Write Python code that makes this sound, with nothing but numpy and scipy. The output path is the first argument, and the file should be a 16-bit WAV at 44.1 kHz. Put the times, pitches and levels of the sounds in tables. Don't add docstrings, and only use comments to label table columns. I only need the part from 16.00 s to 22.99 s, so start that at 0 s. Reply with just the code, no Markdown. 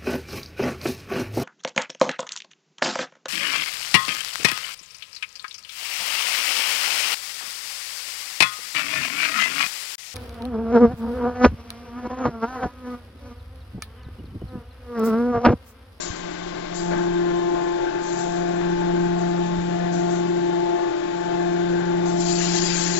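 import sys
import numpy as np
from scipy import signal
from scipy.fft import rfft, irfft
from scipy.io import wavfile

SR = 44100
rng = np.random.default_rng(int(sys.argv[2]) if len(sys.argv) > 2 else 0)


def store_pcm(level_fs):
    pcm = np.round(np.clip(level_fs, -1, 1) * 32767).astype(np.int16)
    wavfile.write(sys.argv[1], SR, np.atleast_2d(pcm).T)


N = 308259
TIME = np.arange(N) / SR
FREQS = np.maximum(np.fft.rfftfreq(N, 1 / SR), 1)

# (frequency [Hz], left minus right [dB])
RIGHT_SHADE = [(60, 0.5), (174, 0.78), (348, 3), (520, 8.8), (870, 10.1), (1400, 13.8), (2200, 17.3),
               (3400, 21.2), (5200, 22), (7500, 25)]


def pump_drive(idle_hz=175.0, loaded_hz=174.0):
    # (time [s], load [dB])
    load_curve = [(0, -21.5), (.28, -14.5), (.7, -12.5), (.9, 0), (1.45, 1), (3.6, 0), (4.6, 0.5),
                  (5.95, 0.6), (6.99, -2)]
    load = from_db(in_time(load_curve))
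    strokes_hz = idle_hz + (loaded_hz - idle_hz) * np.minimum(load, 1)
    return 2 * np.pi * np.cumsum(strokes_hz) / SR, load


def pumps(stroke, load, pistons=7, flutter=0.13, rattle=0.078, jitter=0.014, uneven=0.066,
          roughness=0.41, sway_db=1.5):
    # (time [s], speed gap [strokes per s])
    speed_gap = [(0, 0.38), (1.5, 0.26), (2.5, 0.33), (5.5, 0.3295), (7, 0.24)]
    # (harmonic [number], first pump [dB], second pump [dB], time they cancel most [s])
    strong_tones = [(1, -33.5, -33.5, 1.87), (2, -41, -29.5, 2.14), (3, -52.5, -62, 1),
                    (4, -42, -48, 2.008), (5, -40, -56.5, 3.19)]
    # (harmonic [number], level [dB])
    weak_tones = [(7, -55.5), (8, -61), (9, -61), (10, -53), (11, -58), (12, -69), (14, -60.5), (16, -67.5),
                  (20, -73), (23, -74.5), (26, -76)]
    behind = 2 * np.pi * np.cumsum(in_time(speed_gap)) / SR
    shaft = stroke / pistons
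    phase = stroke + jitter * drift(26) + uneven * np.sin(shaft)
    hum = np.zeros(N)
    for harmonic, first_db, second_db, cancel_s in strong_tones:
        apart = harmonic * (behind - np.interp(cancel_s, TIME, behind))
        angle = harmonic * phase + rng.uniform(0, 2 * np.pi)
        pair = from_db(first_db) * np.sin(angle) - from_db(second_db) * np.sin(angle - apart)
        sway = from_db(sway_db * harmonic / len(strong_tones) * drift(1.7))
        hum += pair * sway * (1 + flutter * drift(33) + rattle * drift(43))
    harmonics, levels_db = np.transpose(weak_tones)
    for harmonic in range(7, 27):
        angle = harmonic * stroke + rng.uniform(0, 2 * np.pi)
        level = from_db(np.interp(harmonic, harmonics, levels_db))
        hum += level * np.sin(angle + roughness * drift(16)) * (1 + roughness * drift(3.6))
    return np.sqrt(2) * load * hum


def panel(stroke, harmonic=6, waver=0.25, steady_db=-55.5, swell_db=-43, peak_s=1.48, swell_s=0.29):
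    swell = np.exp(-((TIME - peak_s) / swell_s) ** 2)
    level = from_db(steady_db) + from_db(swell_db) * swell
    return np.sqrt(2) * level * (1 + waver * drift(12)) * np.sin(harmonic * stroke)


def oil(stroke, load, load_power=0.44, pulsing=0.42, hiss_db=-1.0, sing_db=-6.0, patchy_db=2.0):
    # (frequency [Hz], width [Hz], level [dB per Hz])
    tank_rings = [(140.8, 25, -65.5), (355, 58.7, -56.5), (511, 130, -71.5), (692, 121, -66.5),
                  (864, 81, -67.5), (1110, 150, -72), (1417.7, 81, -68.5), (1747, 99, -72),
                  (2025, 260, -79)]
    # (frequency [Hz], width [Hz], relative level [dB])
    valve_rings = [(1571, 170, -23.5)]
    # (time [s], relative level [dB])
    valve_flow = [(0, -45), (.65, -52), (1.0, -39), (1.35, -47.5), (1.78, -47), (1.9, -38), (2.02, -44),
                  (3.05, -43), (3.25, -50.5), (4.8, -50.5), (5.87, -40), (6.17, -57.5), (6.74, -38.5),
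                  (6.99, -44.5)]
    # (time [s], level [dB], fade time [s])
    surges = [(.912, -30.5, 0.091), (2.61, -36.5, 0.065)]
    # (frequency [Hz], relative level [dB])
    surge_colour = [(150, -5), (450, -3.5), (1000, -3), (2000, -7.5), (2600, -18), (7000, -39)]
    spurts = 1 + pulsing * np.cos(stroke)
    tank = filtered(rng.standard_normal(N) * spurts, resonances(tank_rings)) * np.sqrt(SR / 2)
    sing = np.sqrt(2) * np.sin(9 * stroke + .5 * drift(8))
    hiss = noise(resonances(valve_rings)) * spurts
    valve = from_db(in_time(valve_flow)) * (from_db(hiss_db) * hiss + from_db(sing_db) * sing)
    surge_level = sum(from_db(db) * decay(start, fade_s) for start, db, fade_s in surges)
    surge = rms_one(noise(colour(surge_colour))) * surge_level
    return tank * load ** load_power * from_db(patchy_db * drift(8.9)) + valve + surge


def bypass(load):
    # (frequency [Hz], width [Hz], level [dB per Hz])
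    hiss_bands = [(1136, 240, -70.5), (2080, 370, -74.5), (3300, 5300, -83)]
    return noise(resonances(hiss_bands)) * np.clip(1 - load, 0, 1)


def chips(ticks_per_s=3400, size_db=1.0, ring_db=0.5, slide_db=-2.5, patchy_db=0.55,
          trickle_db=-52, loose_gain_db=-0.5, pour_db=-28.5, pour_at_s=6.15, pour_rise_s=0.17):
    # (time [s], relative level [dB], landing time [s], slide time [s])
    clumps = [(0, -31.5, .004, 0.1), (.74, -36.5, 0.0056, 0.14), (2.01, -35, 0.073, 0.22),
              (2.174, -36.5, .015, 0.073), (3.18, -46, .015, .1), (3.43, -45.5, .02, 0.069),
              (3.916, -41, .01, 0.15), (4.095, -41.5, .01, 0.091), (6.048, -40.5, .008, 0.32),
              (6.195, -31, .02, 0.23), (6.545, -25.5, 0.0061, 0.047), (6.725, -28, .01, .07)]
    # (frequency [Hz], relative level [dB])
    trickle_colour = [(1500, -31), (3000, -9), (4400, 0), (5300, -0.5), (6400, 3), (7400, 5.5),
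                      (8000, -6.5)]
    # (frequency [Hz], relative level [dB])
    pour_colour = [(710, -35.5), (1200, -7.5), (1570, -8.5), (1690, -2.5), (2320, -6.5), (3250, -3.5),
                   (3510, -5.5), (4490, -0.5), (6340, -3), (7220, 5), (7500, -4.5), (9750, -28.5),
                   (16500, -120)]
    sizes = from_db(size_db * np.minimum(rng.exponential(1, N), 4)) * rng.standard_normal(N)
    ticks = rms_one(sizes * (rng.random(N) < ticks_per_s / SR))
    grains = rms_one(ticks + from_db(ring_db) * chip_rings() + from_db(slide_db) * rng.standard_normal(N))
    trickle = rms_one(filtered(grains, colour(trickle_colour)))
    pour = rms_one(filtered(grains, colour(pour_colour)))
    clump_power = sum((from_db(db) * rise(start, land_s) * decay(start, slide_s)) ** 2
                      for start, db, land_s, slide_s in clumps)
    loose = from_db(loose_gain_db) * np.sqrt(from_db(trickle_db) ** 2 + clump_power)
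    stream = from_db(pour_db) * rise(pour_at_s, pour_rise_s)
    blend = (loose ** 2 * trickle + stream ** 2 * pour) / np.hypot(loose, stream)
    return from_db(patchy_db * drift(17)) * blend


def chip_rings(ring_s=.02, spread_db=2.5, count=9000, samples=3500):
    rings = np.zeros(N + samples)
    t = np.arange(samples) / SR
    fade = np.exp(-t / ring_s)
    for when, pitch, weight in rng.random((count, 3)):
        start, hz = int(when * N), 1200 + pitch * 6400
        blow = from_db(spread_db * min(-np.log(weight), 4))
        rings[start:start + samples] += blow * np.sin(2 * np.pi * hz * t) * fade
    return rms_one(rings[:N])


def bouncing_chip(ring_s=0.023):
    # (time [s], pitch [Hz], peak level [dB])
    bounces = [(3.94, 6300, -49.5), (3.998, 6350, -45.5), (4.103, 6300, -44), (4.158, 6300, -46)]
    return sum(from_db(db) * ping(start, hz, ring_s) for start, hz, db in bounces)


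def whines(waver=0.52):
    # (pitch [Hz], level [dB])
    tones = [(309, -47.5), (608, -55), (1068, -54.5), (1078, -62), (1507, -55.5), (1593, -56), (3079, -63),
             (3580, -60.5)]
    whine = np.zeros(N)
    for hz, db in tones:
        level = from_db(db) * (1 + waver * drift(7))
        whine += level * np.sin(2 * np.pi * hz * TIME + 2 * waver * drift(3))
    return np.sqrt(2) * whine


def rumble(lumpy_db=1.5, bump_s=0.0068):
    # (time [s], level [dB])
    shaking = [(0, -45), (.4, -47), (2.3, -46), (3.7, -48.5), (4.6, -54.5), (6.99, -45)]
    # (frequency [Hz], relative level [dB])
    floor_colour = [(10, 3), (25, 2), (50, -4), (100, -19), (160, -18), (400, -54)]
    # (time [s], level [dB], pitch [Hz])
    bumps = [(0.074, -34, 44.8), (0.102, -21, 85.6), (3.586, -22.5, 65.5)]
    floor = from_db(in_time(shaking) + lumpy_db * drift(3)) * rms_one(noise(colour(floor_colour)))
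    return floor + sum(from_db(db) * ping(start, hz, bump_s) for start, db, hz in bumps)


def workshop(hall_from_hz=70):
    # (frequency [Hz], level [dB per Hz])
    room_colour = [(30, -79), (110, -79), (180, -67.5), (230, -70), (560, -77), (800, -74.5), (970, -80),
                   (1100, -78), (1280, -79.5), (1800, -79.5), (2600, -82), (3700, -80.5), (4500, -85.5),
                   (6000, -90), (7500, -97)]
    room = colour(room_colour)
    bass_cut = FREQS / np.hypot(FREQS, hall_from_hz)
    return noise(room), noise(room / colour(RIGHT_SHADE) * bass_cut)


def stereo_microphone(sound, scatter_s=0.056, scatter_hz=2600):
    # (frequency [Hz], phase lag [radians])
    right_lag = [(20, 0.5), (174, 1.06), (348, 1.86), (696, 3.5), (870, 4.3), (1640, 6.85), (2670, 10),
                 (3960, 13.5), (8000, 27)]
    shade = colour(RIGHT_SHADE)
    direct = 1 / np.sqrt(1 + (FREQS / scatter_hz) ** 3)
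    echo_tail = rng.standard_normal(N) * decay(0, scatter_s)
    reflections = np.exp(1j * np.angle(rfft(echo_tail)))
    delayed = direct * np.exp(-1j * np.interp(FREQS, *np.transpose(right_lag)))
    left_to_right = (delayed + np.sqrt(1 - direct ** 2) * reflections) / shade
    left = 2 / (1 + delayed / shade)
    return np.array([filtered(sound, left), filtered(sound, left * left_to_right)])


def from_db(db):
    return 10 ** (np.asarray(db) / 20)


def rms_one(x):
    return x / np.sqrt(np.mean(x ** 2) + 1e-20)


def in_time(points):
    return np.interp(TIME, *np.transpose(points))


def colour(points):
    hz, db = np.transpose(points)
    return from_db(np.interp(np.log(FREQS), np.log(hz), db))


def resonances(peaks):
    powers = (from_db(db) ** 2 / (1 + 2 * ((FREQS - hz) / width) ** 2) ** 3 for hz, width, db in peaks)
    return np.sqrt(sum(powers))


def filtered(x, gain):
    return irfft(rfft(x) * gain, N)


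def noise(gain):
    return filtered(rng.standard_normal(N), gain) * np.sqrt(SR / 2)


def drift(rate_hz):
    pole = np.exp(-80 * np.pi * rate_hz / SR)
    kicks = rng.standard_normal(N // 40 + 2002)
    slow = signal.lfilter([1], [1, -2 * pole, pole * pole], kicks)[2000:]
    return np.interp(np.arange(N) / 40, np.arange(len(slow)), rms_one(slow))


def decay(start, length):
    return (TIME >= start) * np.exp(-np.clip((TIME - start) / length, 0, 50))


def rise(start, length):
    return (TIME >= start) - decay(start, length)


def ping(start, hz, length):
    return decay(start, length) * np.sin(2 * np.pi * hz * (TIME - start))


def scene():
    stroke, load = pump_drive()
    hydraulics = bypass(load) + pumps(stroke, load) + panel(stroke) + whines() + oil(stroke, load)
    press = hydraulics + chips() + bouncing_chip() + rumble()
    near_noise, hall_noise = workshop()
    left, right = stereo_microphone(press + near_noise)
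    return np.array([left, right + hall_noise])


def record(dry, cutoff_hz=7580):
    return signal.sosfilt(signal.ellip(14, .1, 90, cutoff_hz, fs=SR, output="sos"), dry)


dry = scene()
out = record(dry)
store_pcm(out)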